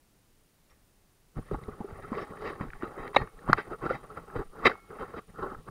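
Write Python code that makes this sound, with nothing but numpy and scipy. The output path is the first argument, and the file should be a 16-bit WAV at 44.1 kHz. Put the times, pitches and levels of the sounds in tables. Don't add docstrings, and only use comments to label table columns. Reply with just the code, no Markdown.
import sys
import numpy as np
from scipy import signal
from scipy.fft import rfft, irfft
from scipy.io import wavfile
from scipy.ndimage import uniform_filter1d

SR = 44100
rng = np.random.default_rng(int(sys.argv[2]) if len(sys.argv) > 2 else 0)


def transcribe(u):
    v = np.clip(np.atleast_2d(u).T, -1, 1)
    q = np.round(v * 32767).astype(np.int16)
    wavfile.write(sys.argv[1], SR, q)


def amplitude_ratio(level_db):
    exponent = np.asarray(level_db, float) / 20
    return 10 ** exponent


N = 251370
T = np.arange(N) / SR
CONTROL_STEP = 64
CONTROL_T = T[::CONTROL_STEP]
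LIVE_S = 1.35

# hz, width_hz, level_db
CASE_LOW = [(130, 132, -11), (230, 97, -3), (398.7, 114, 6), (529, 252, -6), (819, 133, -0.5),
            (1110, 121, -0.5), (1315, 173, 1), (1530, 575, -16.5)]


def evened(x):
    return x / np.sqrt(np.mean(x ** 2) + 1e-20)


def shaped(x, spectrum):
    f, db = np.transpose(spectrum)
    hz = np.fft.rfftfreq(N, 1 / SR)
    gain_db = np.interp(np.log(hz + 1), np.log(f + 1), db, -80, -80)
    return evened(irfft(rfft(x) * amplitude_ratio(gain_db), N))


def add(mix, start_s, sound):
    part = mix[round(start_s * SR):][:len(sound)]
    part += sound[:len(part)]


def resonate(x, hz, width_hz):
    r = np.exp(-np.pi * width_hz / SR)
    pole = r * np.exp(2j * np.pi * hz / SR)
    return 2 * signal.lfilter([1 - r], [1, -pole], x).real


def modes(x, table):
    out = 0
    for k, (hz, width_hz, db) in enumerate(table):
        once = resonate(x, hz, 1.38 * width_hz)
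        out = out + (-1) ** k * amplitude_ratio(db) * resonate(once, hz, 1.38 * width_hz)
    return out


def lumps(top_hz):
    lowpass = signal.butter(2, top_hz, fs=SR / CONTROL_STEP, output="sos")
    coarse = signal.sosfiltfilt(lowpass, rng.standard_normal(N // CONTROL_STEP + 2))
    coarse = np.clip(evened(coarse), -2.5, 2.5)
    return np.interp(np.arange(N) / CONTROL_STEP, np.arange(len(coarse)), coarse)


def circuit():
    # hz, level_db (per Hz)
    hiss_spectrum = [(12, -22), (20, -2.5), (33, -7), (65, -16.5), (81, -14), (158, -16), (422, -22),
                     (485, -24.5), (1530, -31), (1710, -31), (3070, -34), (9400, -36), (16000, -37.5)]
    live_spectrum = [(1470, -19), (2500, 7.5), (3440, 1.5), (8870, -7), (9730, -1), (10000, -11),
                     (14200, -9), (16000, -32)]
    # start_s, end_s, pitch_hz, level_db
    side_whines = [
        (1.51, 1.65, 8393, -82),
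        (2.22, 2.38, 8393, -82),
        (3.35, 3.95, 8393, -86),
        (4.21, 4.46, 8393, -83),
        (5.35, 5.56, 8393, -86),
        (1.51, 1.65, 11186, -85),
        (2.22, 2.34, 11186, -85),
        (5.39, 5.52, 11186, -86),
        (1.9, 2.5, 7750, -91),
    ]
    whine_hz, throb_hz = 9525.3, 36.4
    live = T > LIVE_S

    hiss = amplitude_ratio(-65.5) * shaped(rng.standard_normal(N), hiss_spectrum)
    hiss = hiss + amplitude_ratio(-76.5) * shaped(rng.standard_normal(N), live_spectrum) * live
    throb_phase = 2 * np.pi * throb_hz * T
    throb = 1.05 + 2.1 * np.cos(throb_phase) - 0.25 * np.cos(3 * throb_phase)
    whine_db = np.where(live, -78.5, -86) + 2.3 * lumps(12)
    whine = amplitude_ratio(whine_db) * np.sin(2 * np.pi * whine_hz * T) * throb
    for start_s, end_s, hz, db in side_whines:
        fade = np.clip(np.minimum(T - start_s, end_s - T) / 0.023, 0, 1)
        whine = whine + amplitude_ratio(db) * (1 + 0.5 * throb) * np.sin(2 * np.pi * hz * T) * fade
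    return hiss + whine


def strokes(table):
    span_db = 20
    peak_s, db, rise_s, fall_s, trait = np.transpose(table)[:, :, None]
    away = np.maximum((peak_s - CONTROL_T) / np.abs(rise_s), (CONTROL_T - peak_s) / np.abs(fall_s))
    return db - span_db * away, trait


def effort():
    # peak_s, peak_db, rise_s, fall_s, rumble_db (over the scrape)
    jolts = [(1.377, -48.5, 0.027, 0.083, 9.5), (1.548, -40, 0.052, 0.028, 9), (1.632, -50, .04, 0.06, 5),
             (1.69, -50, .07, .1, 5), (1.81, -50, .14, 0.27, -4), (2.128, -39, 0.021, 0.067, 2),
             (2.62, -41, 0.064, 0.082, 4), (2.56, -61, 0.071, 0.086, -5), (3.22, -39.5, .08, 0.064, 2.5),
             (3.495, -33, 0.039, 0.094, 5), (3.851, -34.5, 0.048, 0.12, 2.5),
             (4.18, -45.5, 0.18, 0.11, -1.5), (4.365, -35, 0.025, 0.069, 5.5),
             (4.48, -74, 0.049, 0.036, 13), (5.345, -66, .06, .06, 12), (1.99, -56.5, 0.16, .2, 9),
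             (3.0, -59.5, 0.2, 0.18, 7), (1.59, -53.5, 0.11, 0.069, 8.5), (4.635, -40, 0.086, .04, -0.5),
             (4.916, -50, .045, 0.14, 0), (5.038, -37.5, 0.12, 0.051, -2), (5.57, -59.5, 0.015, 0.14, 12)]
    # peak_s, peak_db, rise_s, fall_s, bright_db (upper modes)
    drags = [(1.95, -52, 0.083, 0.57, -9), (2.09, -52.5, 0.24, 0.15, -6), (2.326, -47.5, .06, 0.18, -22),
             (2.76, -58, 0.13, 0.13, -3), (2.84, -42, 0.054, 0.1, -7.5), (2.93, -51, 0.11, .1, -26),
             (5.295, -61.5, 0.077, 0.035, -9), (2.986, -45, .13, 0.26, -15), (3.07, -43, 0.16, 0.048, -4.5),
             (3.455, -52, 0.24, 0.055, -13), (3.735, -40, 0.11, 0.033, -14), (4.062, -55, 0.21, 0.16, -12),
             (4.424, -41, 0.15, 0.013, -14), (4.305, -51, 0.042, 0.075, -10),
             (5.145, -45.5, .04, 0.086, -17), (5.1, -51, .1, .1, -9), (5.39, -44.5, 0.051, .2, -14),
             (3.96, -62, .05, 0.16, 2), (4.56, -51.5, 0.054, .2, -19), (4.75, -54.5, 0.039, 0.16, -7),
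             (5.44, -37, 0.057, 0.083, -16), (5.55, -46, 0.16, 0.0098, -14), (5.684, -42, 0.02, 0.018, -15)]
    # peak_s, peak_db, rise_s, fall_s, bright_db (upper modes)
    scrapes = [(.704, -68.5, .025, .12, 1), (1.47, -58.5, 0.05, 0.19, -1), (2.195, -37, 0.07, 0.11, -7.5),
               (2.475, -36.5, .095, 0.1, -6.5), (3.154, -35.5, 0.019, 0.067, 1.5),
               (3.587, -37.5, 0.029, 0.058, 2), (3.915, -37, 0.071, 0.071, -3.5),
               (4.659, -24, 0.0136, 0.042, 5), (4.678, -27, 0.022, 0.01, 4), (4.697, -29.5, 0.03, 0.04, -7),
               (5.192, -45.5, 0.12, 0.017, -6.5)]
    jolt, weight = strokes(jolts)
    drag, dull = strokes(drags)
    scrape, sharp = strokes(scrapes)
    rest = np.where(CONTROL_T[None] > LIVE_S, 0., -60.)
    low = (jolt, drag, scrape, rest - 95)
    upper = (jolt - 10.5, drag + dull, scrape + sharp, rest - 91.5)
    rumble = (jolt + weight, drag - 4, scrape - 11 - 0.6 * sharp, rest - 58.5)
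    spray = (jolt - 25.5, drag - 30, scrape - 13.5 + 0.48 * sharp, rest - 79)
    curves = []
    for parts in (low, upper, rumble, spray):
        power = (amplitude_ratio(np.concatenate(parts)) ** 2).sum(0)
        curves.append(np.interp(T, CONTROL_T, 10 * np.log10(power + 1e-20)))
    return curves


def rub():
    # hz, width_hz, level_db
    case_high = [(1887, 383, 19.5), (2300, 53, -3.5), (2360, 540, -6.5), (2710, 170, 5.5), (3103, 110, 3),
                 (3830, 170, 3), (4720, 420, -9)]
    # hz, level_db (per Hz)
    sway_spectrum = [(10, -27), (18, -9.5), (32, -6), (60, -15), (100, -14), (170, -12.5), (300, -31)]
    spray_spectrum = [(2200, -29), (2750, 5), (3620, -3.5), (3830, 10.5), (4050, -5.5), (4700, -2.5),
                      (5600, -10.5), (8500, -30), (16000, -32.5)]
    air_spectrum = [(1900, -19), (2600, 2), (3800, 0.5), (5200, -3), (7500, 3), (12000, 1), (16000, 0.5)]
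    grit_per_s, grit_db, smooth = 900, 3.6, 0.55
    lumpy_db, patchy_db, rumble_lumpy_db = 2.5, 2.5, 2.5

    clicks = (rng.random(N) < grit_per_s / SR) * rng.choice([-1., 1.], N)
    clicks = clicks * amplitude_ratio(grit_db * np.minimum(rng.exponential(1, N), 2.8))
    lumpy = lumps(30.4)
    drive = (evened(clicks) + smooth * 2 * rng.standard_normal(N)) * amplitude_ratio(lumpy_db * lumpy)

    def wandering(table):
        total = 0
        for k, mode in enumerate(table):
            total = total + (-1) ** k * modes(drive * amplitude_ratio(patchy_db * lumps(28.7)), [mode])
        return evened(total)

    sway_db = rumble_lumpy_db * (lumps(12) + 1.5 * lumpy)
    sway = shaped(rng.standard_normal(N) * amplitude_ratio(sway_db), sway_spectrum)
    scrape_db, upper_db, rumble_db, spray_db = effort()
    out = amplitude_ratio(scrape_db + 3) * wandering(CASE_LOW) + amplitude_ratio(upper_db) * wandering(case_high)
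    out = out + amplitude_ratio(rumble_db - 2) * sway + amplitude_ratio(spray_db) * shaped(drive, spray_spectrum)
    air_db = -70.5 + 0.47 * np.minimum(uniform_filter1d(scrape_db, 2000) + 35.5, 0)
    return out + amplitude_ratio(air_db) * shaped(rng.standard_normal(N), air_spectrum)


def snaps():
    # start_s, peak_db, pitch_hz, length_s
    grit = [(1.512, -35, 1190, 0.0043), (1.546, -29, 830, 0.0057), (1.808, -36.5, 804, 0.012),
            (2.13, -26, 1080, 0.0064), (2.185, -34, 1200, 0.0018), (2.611, -30.5, 1190, .0044),
            (2.684, -42, 1290, 0.0031), (2.704, -36, 1750, 0.0023), (2.734, -31.5, 1470, 0.0023),
            (2.824, -28, 1320, 0.0022), (2.833, -32, 1090, 0.002), (3.132, -38, 1130, .0035),
            (3.274, -39, 1180, 0.0026), (3.4995, -22, 1290, .004), (3.4875, -21, 1140, 0.004),
            (3.582, -25, 1180, 0.0054), (3.71, -43, 1290, 0.0063), (3.819, -35, 1100, 0.005),
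            (3.864, -30, 1380, .012), (3.901, -24, 1387, 0.007), (2.534, -40, 1690, 0.0023),
            (4.302, -38, 1230, 0.0024), (4.364, -44, 1270, 0.0023), (4.641, -27, 1260, 0.0067),
            (5.192, -40.5, 1205, 0.0092), (5.396, -35, 1070, 0.0088), (5.429, -32, 1080, 0.006),
            (5.514, -39, 1190, 0.0072), (5.547, -36.5, 1280, 0.0064), (5.686, -39, 1236, 0.0026),
            (3.478, -28, 830, .004), (3.576, -30, 1600, .004), (3.589, -28, 1500, .005),
             (3.596, -30, 1500, .003), (3.601, -30, 1250, .003), (3.164, -27, 2680, .006),
             (3.164, -30, 3620, .006), (3.165, -17, 1820, .006), (4.653, -32, 3800, .009),
             (4.665, -25, 2650, .008), (4.656, -20, 1190, .005), (4.672, -18, 1290, .006),
             (4.696, -28, 1200, .005), (4.716, -29, 1500, .004), (3.853, -29, 1290, .006),
             (3.909, -27, 1350, .007), (3.922, -31, 1400, .005), (3.933, -36, 2000, .005),
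             (3.956, -54, 3820, .01), (5.359, -43, 1300, .005), (5.443, -32, 1120, .008),
             (5.464, -36, 1350, .012), (3.703, -40, 1250, .004), (2.599, -35, 1200, .005),
             (2.183, -46, 2680, .006), (2.462, -46, 2720, .006), (2.372, -46, 1700, .004),
             (2.325, -44, 1150, .008), (1.6, -48, 1200, .008), (1.535, -60, 3820, .008),
             (4.355, -32, 800, .006), (4.17, -40, 1280, .008), (4.987, -36, 1300, .006),
             (5.138, -40, 1100, .005), (5.163, -40, 1350, .006), (5.08, -43, 1300, .006),
             (2.978, -42, 1800, .004), (3.73, -36, 1300, .007), (1.69, -44, 1200, .01),
             (2.65, -40, 1250, .006), (4.905, -44, 1400, .006), (5.03, -36, 1300, .008),
             (3.894, -31, 1200, .005), (4.678, -25, 1950, .006), (4.654, -44, 5800, .006),
             (4.668, -42, 5500, .01), (4.669, -19, 1050, .005), (5.394, -36, 1150, .003),
             (5.548, -35, 1280, .003), (2.21, -58, 5400, .02)]
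    # start_s, peak_db, pitch_hz, length_s, bright_db
    knocks = [(0.698, -68.5, 2390, 0.0089, 10), (.705, -67, 5600, .01, -9), (1.637, -48, 2020, 0.0037, -2),
              (2.024, -49, 1720, 0.0041, -6), (3.078, -36, 1900, 0.0027, -5), (3.145, -43, 1970, .008, -22),
              (3.165, -13, 2130, 0.0053, -22.5), (3.162, -20, 3820, 0.0063, -3),
              (3.166, -13, 590, 0.0038, -22), (3.1628, -10, 1110, 0.0036, -35.5),
              (3.39, -48, 1800, 0.0046, -8), (3.5335, -24, 1940, 0.005, -30),
              (3.5314, -25, 4300, .0016, -20), (3.534, -44, 4700, .0035, -20),
              (3.532, -36, 9860, .0008, -20), (3.532, -45, 14900, .0006, -20),
              (3.5345, -19.5, 1090, 0.0039, -35), (3.147, -25, 950, .0042, -8),
              (3.165, -12, 833, 0.0047, -12), (3.542, -32, 1200, 0.004, -18.5),
              (4.663, -18, 1120, 0.0045, -9.5), (4.6675, -11.5, 2046, 0.0058, -10),
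              (4.664, -24.5, 3830, 0.013, -20), (4.755, -38, 1100, 0.0015, -30)]
    # hz, width_hz, level_db
    edge_modes = [(3130, 420, 7), (3830, 320, 12.5), (4670, 2100, -5.5), (9950, 10000, -30.5)]
    grit_bright_db = -44
    rows = [(*row, grit_bright_db) for row in grit] + [*knocks]
    out, t = np.zeros(N), np.arange(round(0.042 * SR)) / SR
    for start_s, db, hz, length_s, bright_db in rows:
        length_s = max(length_s, 0.0005)
        u = t / length_s
        crack = rng.standard_normal(len(t)) * u * np.exp(-3 * u)
        width_hz = 150 + 1.34 / length_s
        body = modes(resonate(crack, hz, 2 * width_hz), [(hz, width_hz, 0)])
        patch = np.sin(2 * np.pi * hz * t) * 3 * u * np.exp(1 - 3 * u)
        body = body / np.abs(body).max() * 0.72 + patch
        case = resonate(modes(crack, CASE_LOW[2:]), 900, 1600)
        edge = modes(crack, edge_modes)
        body, case, edge = (p / np.abs(p).max() for p in (body, case, edge))
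        add(out, start_s - 0.0006, amplitude_ratio(db) * (body + 0.13 * case + amplitude_ratio(bright_db - 4) * edge))
    return out


def clack():
    # start_s, peak_db, start_hz, sag_hz_per_ms, length_s
    pushes = [(3.5302, -3.2, 1730, 250, .0034), (3.53148, -13, 1450, 50, .0008), (.71, -62, 75, .1, .06),
              (2.61, -24, 260, 5, .007), (2.66, -40, 25, .05, .05), (2.73, -41, 20, .05, .06),
              (2.831, -29, 420, 20, .007), (2.977, -27, 480, 10, .007), (2.99, -42, 25, .05, .06),
              (4.45, -42, 14, .02, .07), (5.56, -40, 22, .05, .045), (1.384, -34, 340, 10, .012),
              (3.33, -46, 30, .05, .06), (5.14, -48, 70, .1, .04)]
    out = np.zeros(N)
    for start_s, db, hz, sag, length_s in pushes:
        t = np.arange(round(length_s * SR)) / SR
        cycles = hz * t - 500 * sag * t ** 2
        add(out, start_s, amplitude_ratio(db) * np.sin(np.pi * t / length_s) * np.sin(2 * np.pi * cycles))
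    return out


def thumps():
    # start_s, peak_db, pitch_hz
    blows = [(1.361, -24, 130), (1.379, -22.5, 104), (1.386, -36, 213), (1.511, -24, 193),
             (1.536, -22.5, 314), (1.555, -29, 60), (1.625, -36, 109), (1.674, -30, 73), (1.68, -31, 230),
             (1.799, -38, 76), (1.799, -18.5, 212), (1.801, -26.5, 130), (1.92, -33, 72.7),
             (2.113, -12, 230), (2.302, -31.5, 203), (2.603, -23, 109.4), (2.607, -27, 252),
             (2.643, -29.5, 230), (2.825, -28, 284), (3.064, -39, 281), (5.558, -46, 50), (3.159, -19, 288),
             (3.4845, -16, 110), (3.4912, -6, 310), (3.494, -13, 190), (4.169, -35, 154),
             (5.514, -30.5, 250), (3.853, -17, 330), (4.355, -38, 226), (5.682, -33, 140)]
    # start_s, peak_db, pitch_hz
    dull_thumps = [(1.508, -18.5, 405), (1.677, -27.5, 420), (1.839, -27, 402), (2.414, -28, 439),
                   (2.86, -36, 440), (2.971, -28, 458), (3.158, -20, 542), (3.707, -28.5, 361),
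                   (3.838, -26, 450), (3.902, -14, 510), (4.349, -23, 486), (3.215, -35, 441),
                   (2.165, -25, 414), (4.385, -26, 443), (4.581, -37, 446), (4.69, -37, 464),
                   (4.922, -37.5, 433), (5.013, -30, 496), (5.134, -34, 470), (5.386, -31, 434),
                   (5.418, -31, 380)]
    late_s, rise_s, rough = 0.005, 0.002, 0.25
    rows = [(s, db, hz, 0.0048 - 0.0021 * db) for s, db, hz in dull_thumps]
    rows += [(s, db, hz, 0.0056 - 0.00082 * db + 1.9 / hz) for s, db, hz in blows]
    out, t = np.zeros(N), np.arange(round(0.2 * SR)) / SR
    for start_s, db, hz, t60_s in rows:
        wobble = resonate(resonate(rng.standard_normal(len(t)), hz, 410), hz, 410)
        ring = np.sin(2 * np.pi * hz * t) + rough * evened(wobble)
        decay = amplitude_ratio(db - 60 * t / max(t60_s, 0.01))
        add(out, start_s + late_s, decay * ring * (1 - np.exp(-t / rise_s)))
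    return out


def buckle():
    # start_s, pitch_hz, level_db, t60_s
    rings = [
        (3.173, 1873, -30, .13),
        (3.173, 4231, -46, .13),
        (3.168, 3780, -52, .2),
        (3.168, 2191, -54, .5),
        (4.715, 2191, -53, .6),
        (4.715, 1357, -52, .55),
        (3.96, 3810, -64, .15),
    ]
    out, t = np.zeros(N), np.arange(round(0.4 * SR)) / SR
    for start_s, hz, db, t60_s in rings:
        onset = np.minimum(t / 0.003, 1)
        add(out, start_s, amplitude_ratio(db - 60 * t / t60_s) * np.sin(2 * np.pi * hz * t) * onset)
    return out


def scene():
    return (circuit() + rub() + snaps() + clack() + thumps() + buckle())[None]


def low_pass(x):
    return signal.sosfilt(signal.butter(12, 16710, fs=SR, output="sos"), x)


def record(dry):
    clip_level, edge_hz = 0.69, 15750
    clipped = np.clip(dry, -clip_level, clip_level)
    mix = signal.oaconvolve(clipped, signal.firwin(511, edge_hz, fs=SR)[None], "same")
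    return low_pass(mix)


dry = scene()
out = record(dry)
transcribe(out)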